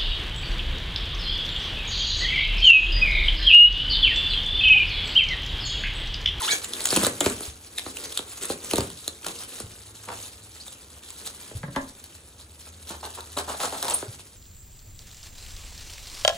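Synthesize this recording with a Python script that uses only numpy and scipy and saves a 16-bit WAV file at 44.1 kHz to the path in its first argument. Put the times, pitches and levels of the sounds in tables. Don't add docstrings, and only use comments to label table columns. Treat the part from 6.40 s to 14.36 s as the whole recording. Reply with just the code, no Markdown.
import sys
import numpy as np
from scipy import signal
from scipy.fft import rfft, irfft, next_fast_len
from scipy.io import wavfile
from scipy.ndimage import uniform_filter1d, map_coordinates

SR = 44100
rng = np.random.default_rng(int(sys.argv[2]) if len(sys.argv) > 2 else 0)


def dump(signal):
    limited = np.clip(np.atleast_2d(signal).T, -1, 1)
    pcm = np.round(limited * 32767).astype(np.int16)
    wavfile.write(sys.argv[1], SR, pcm)


N = 351036
TOP_HZ = 15800


def amp(db):
    return 10 ** (np.asarray(db) / 20)


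def unit(x):
    return x / np.sqrt(np.mean(x ** 2) + 1e-20)


def along(points, hz):
    f, v = np.transpose(points)
    return np.interp(np.log(hz + 1), np.log(f + 1), v)


def hump(hz, centre_hz, octaves):
    return np.exp(-.5 * (np.log2((hz + 1) / centre_hz) / octaves) ** 2)


def curves(rows):
    s, *cols = np.transpose(rows)
    return [np.interp(np.arange(N) / SR, s, c) for c in cols]


def wobble(rate):
    knots = rng.standard_normal(int(N * rate / SR) + 4)
    return map_coordinates(knots, [np.arange(N) * rate / SR])


def filtered(x, response):
    n = x.shape[-1]
    m = next_fast_len(n + SR // 8)
    return irfft(rfft(x, m) * response(np.fft.rfftfreq(m, 1 / SR)), m)[..., :n]


def coloured(x, spectrum):
    return unit(filtered(x, lambda hz: amp(along(spectrum, hz))))


def add(track, s, sound):
    start = max(round(s * SR), 0)
    track[start:start + len(sound)] += sound[:N - start]


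def bending(hz, lag=.0048):
    return np.exp(-4j * np.pi * lag * np.sqrt(10 ** 3 * hz))


def grains(rate, spread_db, limit):
    when, chance, sign = rng.random((int(rate * N / SR), 3)).T
    rarity = np.minimum(-np.log(1 - chance), limit)
    size = amp(spread_db * rarity) * np.sign(sign - .5)
    return np.bincount((when * N).astype(int), size, N)


# [f/Hz, density/dB per Hz]
RUMBLE_COLOUR = [(20, -38), (42, -18), (62, -3.5), (80, -0.5), (105, -7), (140, -13.5), (300, -15),
                 (1000, -28), (4000, -62), (15000, -31.5)]
# [t/s, length/s, f/Hz, level/dB]
HUMS = [(3.197, 1.05, 104.2, -57), (5.5, 2.36, 78.3, -53)]
RUMBLE_DB = -54


def background():
    out = amp(RUMBLE_DB) * coloured(rng.standard_normal(N), RUMBLE_COLOUR)
    for s, length, hz, db in HUMS:
        t = np.arange(int(length * SR)) / SR
        tone = np.sin(2 * np.pi * hz * t + wobble(10)[:len(t)])
        hum = tone * amp(3 * wobble(7)[:len(t)])
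        add(out, s, amp(db + 1.5) * unit(hum) * signal.windows.tukey(len(t)))
    return out


# [t/s, level/dB]
HANDLING = [(0.76, -40.5), (1.18, -49.5), (1.36, -44.5), (1.58, -42.5), (2.36, -43.5), (2.72, -47),
            (3.08, -45.5), (3.23, -47), (4.65, -50), (4.83, -47), (5.99, -52.5), (7.0, -45.5), (7.18, -40),
            (7.46, -38.5), (7.7, -46), (7.96, -54.5)]
# [t/s at the hardest, length/s, film level/dB, padded sheet level/dB]
TUGS = [(0.08, 0.28, -30, -49), (0.247, 0.04, -31.5, -55), (0.377, 0.19, -37, -44), (0.56, 0.17, -26, -38),
        (0.645, 0.093, -24.5, -29), (0.869, 0.11, -30.5, -32.5), (0.997, 0.23, -41, -48.5),
        (1.652, 0.14, -41, -47), (2.043, 0.049, -31.5, -40.5), (2.108, 0.056, -33, -64),
        (2.369, 0.19, -32, -41), (2.889, 0.073, -34.5, -44), (3.005, 0.11, -40, -68),
        (3.163, 0.2, -41, -53), (3.838, 0.23, -42, -60), (4.247, 0.14, -44.5, -74),
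        (4.857, 0.19, -41, -54.5), (5.078, 0.12, -43, -58), (6.276, 0.094, -46, -74),
        (6.498, 0.085, -39.5, -59), (6.745, 0.034, -36, -66), (7.52, 0.11, -29.5, -58)]
HELD_FILM_DB, HELD_SHEET_DB = 1.5, -12
BUILD_SHARE = 0.55
TUG_FADE_DB, TUG_SHAPE = 8.5, 2.1


def effort():
    t = np.arange(N) / SR
    held_db, = curves(HANDLING)
    power = amp([held_db + HELD_FILM_DB, held_db + HELD_SHEET_DB]) ** 2
    for s, length, film_db, sheet_db in TUGS:
        near = np.abs(t - s) < 2 * length
        before = (s - t[near]) / BUILD_SHARE
        after = (t[near] - s) / (1 - BUILD_SHARE)
        away = np.maximum(before, after) / length
        tug = amp([[film_db], [sheet_db]]) * amp(-TUG_FADE_DB * away ** TUG_SHAPE)
        power[:, near] += tug ** 2
    return np.sqrt(power)


# [f/Hz, density/dB per Hz]
FILM_COLOUR = [(200, -15), (600, -2.5), (1300, -2.5), (2100, -5.5), (3000, -1), (3900, 2), (5200, -2),
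               (7200, 1), (9500, -0.5), (12000, 3.5), (15500, 0)]


def crackle(rate, spread_db, limit, variety_db=4.0):
    z = signal.stft(grains(rate, spread_db, limit), nperseg=256)[2]
    facets = unit(uniform_filter1d(rng.standard_normal(z.shape), size=9, axis=0))
    varied = signal.istft(z * amp(variety_db * facets), nperseg=256)[1][:N]
    return coloured(varied, FILM_COLOUR)


# [f/Hz, density/dB per Hz]
SHEET_COLOUR = [(50, -40), (150, -9), (260, 0), (480, 2), (750, -17), (1300, -8), (2500, -12), (6000, -57)]


def crinkle(film_gain, sheet_gain):
    clumps = amp(2.77 * wobble(45))
    film = unit(crackle(rate=2100, spread_db=1.5, limit=5.1) * clumps)
    flexing = filtered(grains(rate=450, spread_db=3.5, limit=3.0), bending)
    sheet = coloured(flexing, SHEET_COLOUR)
    return amp(1.5) * film_gain * film + amp(-0.5) * sheet_gain * sheet


# [t/s, length/s, start f/Hz, middle f/Hz, end f/Hz, level/dB before the rounded envelope, roughness 0-1]
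SQUEAKS = [(0.0, 0.057, 1573, 879, 1420, -33, 0.15), (0.025, 0.041, 3013, 3463, 4210, -28, 0.55),
           (.075, 0.024, 1124, 1530, 2240, -28, 0.04), (.077, .02, 2560, 3290, 3880, -24, 0.08),
           (0.09, 0.045, 2130, 2287, 2200, -27.5, 0.02), (0.106, 0.017, 4035, 3970, 4800, -21.5, 0.2),
           (0.107, 0.032, 7400, 6480, 5680, -24, .14), (.117, 0.0147, 1540, 1676, 1520, -27.5, 0.2),
           (.121, .01, 3480, 3270, 3170, -25, .05), (1.3779, 0.0076, 3830, 3730, 3570, -25, 0),
           (4.198, .025, 3890, 4400, 5140, -41, 0.06), (7.537, 0.015, 8250, 8800, 9800, -17.5, 0.26)]


def squeaks(jitter=0.187, overtone_db=-11):
    out = np.zeros(N)
    for s, length, start_hz, middle_hz, end_hz, db, rough in SQUEAKS:
        u = np.linspace(0, 1, int(length * SR))
        arc = np.polyval(np.polyfit([0, .5, 1], [start_hz, middle_hz, end_hz], 2), u)
        shake = unit(uniform_filter1d(rng.standard_normal(SR // 10), size=14))[:len(u)]
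        unrest = np.sqrt(abs(rough)) * shake
        phase = 2 * np.pi * np.cumsum(arc * (1 + jitter * unrest)) / SR
        overtone = amp(overtone_db) * np.sin(2 * phase) * (2 * end_hz < TOP_HZ)
        tone = np.sin(phase) + overtone
        envelope = np.sqrt(np.abs(np.sin(np.pi * u)))
        add(out, s, amp(db) * unit(tone * (1 + unrest)) * envelope)
    return out


TICK_HZ = (2200, 9000)
TICKS_PER_S, TICK_DB = 22, 5


def ticks(film_gain):
    when, pitch = rng.random((int(TICKS_PER_S * N / SR), 2)).T
    db = 20 * np.log10(film_gain[(when * N).astype(int)]) + TICK_DB
    low_hz, high_hz = TICK_HZ
    return np.c_[when * N / SR, db, low_hz * (high_hz / low_hz) ** pitch]


# [t/s, nominal peak level/dB, ring f/Hz]
CRACKS = [(.334, -17.5, 3450), (.405, -20.5, 3670), (.441, -21, 9000), (.4545, -8.5, 6840),
          (.4555, -17.5, 3120), (.4708, -16, 3630), (.488, -17.5, 4300), (.505, -14, 4450),
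          (.512, -20, 7500), (.5618, -9.5, 3280), (.565, -10, 8850), (.5715, -13.5, 2750),
          (.647, -12, 1290), (.666, -9.5, 1300), (.8051, -9.5, 7200), (.8084, -12, 3400),
          (.8607, -13, 2550), (.898, -20, 7100), (1.0061, -23.5, 9600), (1.383, -16.5, 1950),
          (1.394, -21, 3040), (1.5694, -22.5, 3060), (1.723, -23, 3600), (1.7738, -11.5, 3630),
          (1.7825, -34, 3750), (1.7905, -19.5, 3500), (2.0346, -23, 8000), (2.054, -19.5, 9300),
          (2.2444, -23.5, 7200), (2.3105, -16.5, 2940), (2.334, -14, 4100), (2.357, -15, 4270),
          (2.368, -20, 3600), (2.3815, -13.5, 6300), (2.406, -19.5, 4320), (2.5012, -27.5, 3100),
          (2.6781, -14.5, 4100), (2.8453, -25, 1450), (2.8642, -19, 1350), (2.866, -22, 3400),
          (2.883, -23.5, 3280), (3.201, -22.5, 9200), (4.2803, -29, 3550), (4.7037, -26, 7600),
          (4.873, -27.5, 4100), (4.9013, -30, 7030), (5.3605, -24.5, 3180), (5.6401, -28.5, 4530),
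          (6.652, -28, 4000), (6.8059, -28, 4100), (6.9696, -22.5, 3940), (6.9871, -20.5, 3920),
          (7.2015, -26, 3590), (7.2545, -21, 3320), (7.4261, -16, 3870), (7.4815, -18, 4230),
          (7.498, -19, 8300), (7.507, -18, 9000)]
RING_DB, RING_OCTAVES = 11, .2
RING_OVERTONE = .35
CREEP_DB, CREEP_S, CRACK_S = -20, .025, .008


def cracks(rows, variety_db=2.5, flutter_db=-17, flutter_t60=0.068):
    out, t = np.zeros(N), np.arange(-SR // 50, SR // 20) / SR
    after = np.maximum(t, 0)
    creep = amp(CREEP_DB - 60 * np.abs(t) / CREEP_S)
    crack = amp(-60 * after / CRACK_S)
    flutter = amp(flutter_db - 60 * after / flutter_t60)
    shape = np.where(t < 0, creep, crack + flutter)
    for s, db, ring_hz in rows:
        facets = np.c_[np.geomspace(500, TOP_HZ, num=20), rng.normal(0, variety_db, size=20)]

        def colour(hz):
            ring = hump(hz, ring_hz, RING_OCTAVES)
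            octave = RING_OVERTONE * hump(hz, 2 * ring_hz, RING_OCTAVES)
            return amp(along(FILM_COLOUR, hz) + along(facets, hz) + RING_DB * (ring + octave))

        burst = filtered(rng.standard_normal(len(t)) * shape, colour)
        add(out, s + t[0] + .0008, amp(db - 17.5) * unit(burst))
    return out


# [t/s, nominal peak level/dB, f/Hz]
POPS = [(.126, -28.5, 460), (.523, -18, 440), (.561, -21.5, 374), (.567, -14, 325), (.63, -18.5, 440),
        (0.6638, -17.5, 467), (0.8056, -18.5, 546), (.859, -12, 394), (1.004, -32, 376), (1.46, -27.5, 410),
        (1.789, -28.5, 396), (2.097, -19, 335), (2.3311, -14.5, 352), (2.3793, -15, 270),
        (2.402, -24.5, 320), (2.675, -32, 440), (2.861, -29.5, 820), (3.199, -31, 380), (3.685, -29, 720),
        (5.11, -35.5, 465), (6.5, -33, 330), (6.9686, -25.5, 490), (7.2, -25.5, 760), (7.623, -26, 420)]
# [f/Hz, density/dB per Hz]
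POP_COLOUR = [(50, -27), (90, -3), (150, -12.5), (230, 1), (500, 0), (800, -9), (1300, -10.5), (2200, -22),
              (6000, -35)]
POP_HZ = 400


def pops(rattle_db=-28, rattle_t60=0.041):
    out, t = np.zeros(N), np.arange(SR // 10) / SR
    for s, db, pop_hz in POPS:
        rattle = amp(rattle_db - 60 * t / rattle_t60) * rng.standard_normal(len(t))
        push = (t == 0) + rattle
        sheet = lambda hz: amp(along(POP_COLOUR, hz * POP_HZ / pop_hz)) * bending(hz)
        add(out, s, amp(db - 14.5) * unit(filtered(push, sheet)))
    return out


# [t/s, nominal peak level/dB, thud f/Hz]
BUMPS = [(0.868, -30.5, 83), (1.079, -31, 84), (2.387, -28.5, 106), (3.236, -32.5, 99), (5.151, -24.5, 94),
         (5.237, -25, 155), (5.284, -31.5, 117), (7.682, -31, 111)]


def bumps():
    out, t = np.zeros(N), np.arange(SR // 3) / SR
    envelope = amp(-60 * t / 0.069) * (1 - np.exp(-t / 0.004))
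    for s, db, thud_hz in BUMPS:
        add(out, s, amp(db + 5.5) * np.sin(2 * np.pi * thud_hz * t) * envelope)
    return out


# [t/s, length/s, nominal level/dB, rasp relative to it/dB]
STROKES = [(3.675, 0.077, -39.5, -8), (6.497, 0.059, -42, -8), (6.624, 0.056, -41.5, -2),
           (6.768, 0.04, -41, -11), (6.964, 0.055, -33, -1.5), (7.075, 0.077, -37, 0),
           (7.196, 0.088, -33.5, 0), (7.319, .056, -36.5, -5), (7.423, 0.061, -35, -2.5),
           (7.479, 0.081, -36.5, -8)]
# [f/Hz, density/dB per Hz]
SCRAPE_COLOUR = [(70, -21.5), (260, -3), (500, 0.5), (850, 4), (1350, -2.5), (2200, -16), (4000, -13),
                 (9000, -32)]
BLADE_HZ, BLADE_OCTAVES, BLADE_DB = 4060, 0.16, 3
CATCHES_PER_S, CATCH_DB = 330, 2.5


def scrapes(rise=0.0034, fall_power=0.41, bite=0.51):
    body, rasp = np.zeros(N), np.zeros(N)
    for s, length, db, rasp_db in STROKES:
        t = np.arange(int(length * SR)) / SR
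        fall = (1 - (t / length) ** 2) ** fall_power
        pressure = amp(db + 3.0) * (1 - np.exp(-t / rise)) * fall
        add(body, s, pressure)
        add(rasp, s, pressure * amp(rasp_db + 3.5) * np.abs(np.sin(np.pi * t / length)) ** bite)
    catches = unit(amp(CATCH_DB * wobble(CATCHES_PER_S)))
    cell_hits = catches * grains(rate=600, spread_db=1.5, limit=3.5)
    cells = coloured(filtered(cell_hits, bending), SCRAPE_COLOUR)
    blade = lambda hz: amp(BLADE_DB * hump(hz, BLADE_HZ, BLADE_OCTAVES))
    edge = unit(filtered(catches * crackle(rate=1600, spread_db=2.5, limit=4.6), blade))
    return body * cells + rasp * edge


# [t/s, nominal peak level/dB, hardness/dB per octave]
KNOCKS = [(5.231, -24, 4.5), (5.279, -32.5, -1.5), (5.349, -33, 5), (5.3609, -12, 0)]
# [f/Hz, level/dB, t60/s]
TABLE_MODES = [(270, 3.5, .095), (563, 5, .09), (865, 1.5, 0.072), (1040, -6, 0.11), (1350, -8, .07),
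               (1640, 0, 0.053), (1787, -2, .045), (1990, -5, .035)]


def knocks(lead=.002):
    out, t = np.zeros(N), np.arange(SR // 3) / SR
    for s, db, hardness in KNOCKS:
        ring = np.zeros(len(t))
        for hz, level, t60 in TABLE_MODES:
            tilt = hardness * np.log2(hz / 1000)
            decay = amp(level + tilt + 2 * wobble(110)[:len(t)] - 60 * t / t60)
            ring += decay * np.sin(2 * np.pi * hz * t + .45 * wobble(110)[:len(t)])
        clatter = coloured(rng.standard_normal(len(t)), SCRAPE_COLOUR) * amp(3.5 - 60 * t / 0.052)
        add(out, s - lead, amp(db - 13.5) * filtered(ring + clatter, bending))
    return out


# [f/Hz, t60/s]
ROOM_T60 = [(100, 0.55), (400, 0.27), (1000, 0.3), (3000, 0.16), (8000, 0.21), (16000, 0.05)]
# [f/Hz, level/dB]
ROOM_LEVEL = [(100, -1.5), (350, -4.5), (1000, -6.5), (3000, -8), (8000, -5.5), (15000, -13.5)]


def room(x, gap=.003):
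    out, hop = np.zeros((2, N + SR)), SR // 12
    x = np.pad(x, (round(gap * SR), 0))
    for start in range(0, N, hop):
        hz, t, z = signal.stft(rng.standard_normal((2, SR // 3)), SR, nperseg=256)
        fade = amp(-60 * t / along(ROOM_T60, hz)[:, None])
        energy = np.mean(fade ** 2, axis=1, keepdims=True) * SR / 3
        fade *= amp(along(ROOM_LEVEL, hz))[:, None] / np.sqrt(energy)
        reflections = signal.istft(z * fade, SR, nperseg=256)[1]
        wet = signal.fftconvolve(x[None, start:start + hop], reflections, axes=1)
        out[:, start:start + wet.shape[1]] += wet
    return out[:, :N]


# [f/Hz, side gain/dB]
ROOM_WIDTH = [(350, -56), (520, -12.5), (680, 0.5), (2600, 6.5), (4500, 0.5), (6800, -9), (10000, 6),
              (14000, -38)]
SHARP_ROOM_DB = -6


def scene():
    film_gain, sheet_gain = effort()
    handling = crinkle(film_gain, sheet_gain) + squeaks() + pops() + bumps() + scrapes() + knocks()
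    sharp = cracks(ticks(film_gain)) + cracks(CRACKS)
    wet_mid, wet_side = room(handling + amp(SHARP_ROOM_DB) * sharp)
    mid = amp(-1.0) * (handling + sharp) + wet_mid + background()
    side = filtered(wet_side, lambda hz: amp(along(ROOM_WIDTH, hz)))
    return np.array([mid + side, mid - side])


# [f/Hz, lead of the left/rad]
PORT_PHASE = [(900, 0), (1800, 1.15), (4000, 0.5), (5300, 1.5), (6600, 0.44), (8500, 0.75), (10000, -0.94),
              (12500, -3)]


def record(dry):
    left_right = np.array([[1], [-1]])
    ports = filtered(dry, lambda hz: np.exp(.5j * along(PORT_PHASE, hz) * left_right))
    return filtered(ports, lambda hz: hz < TOP_HZ)


dry = scene()
out = record(dry)
dump(out)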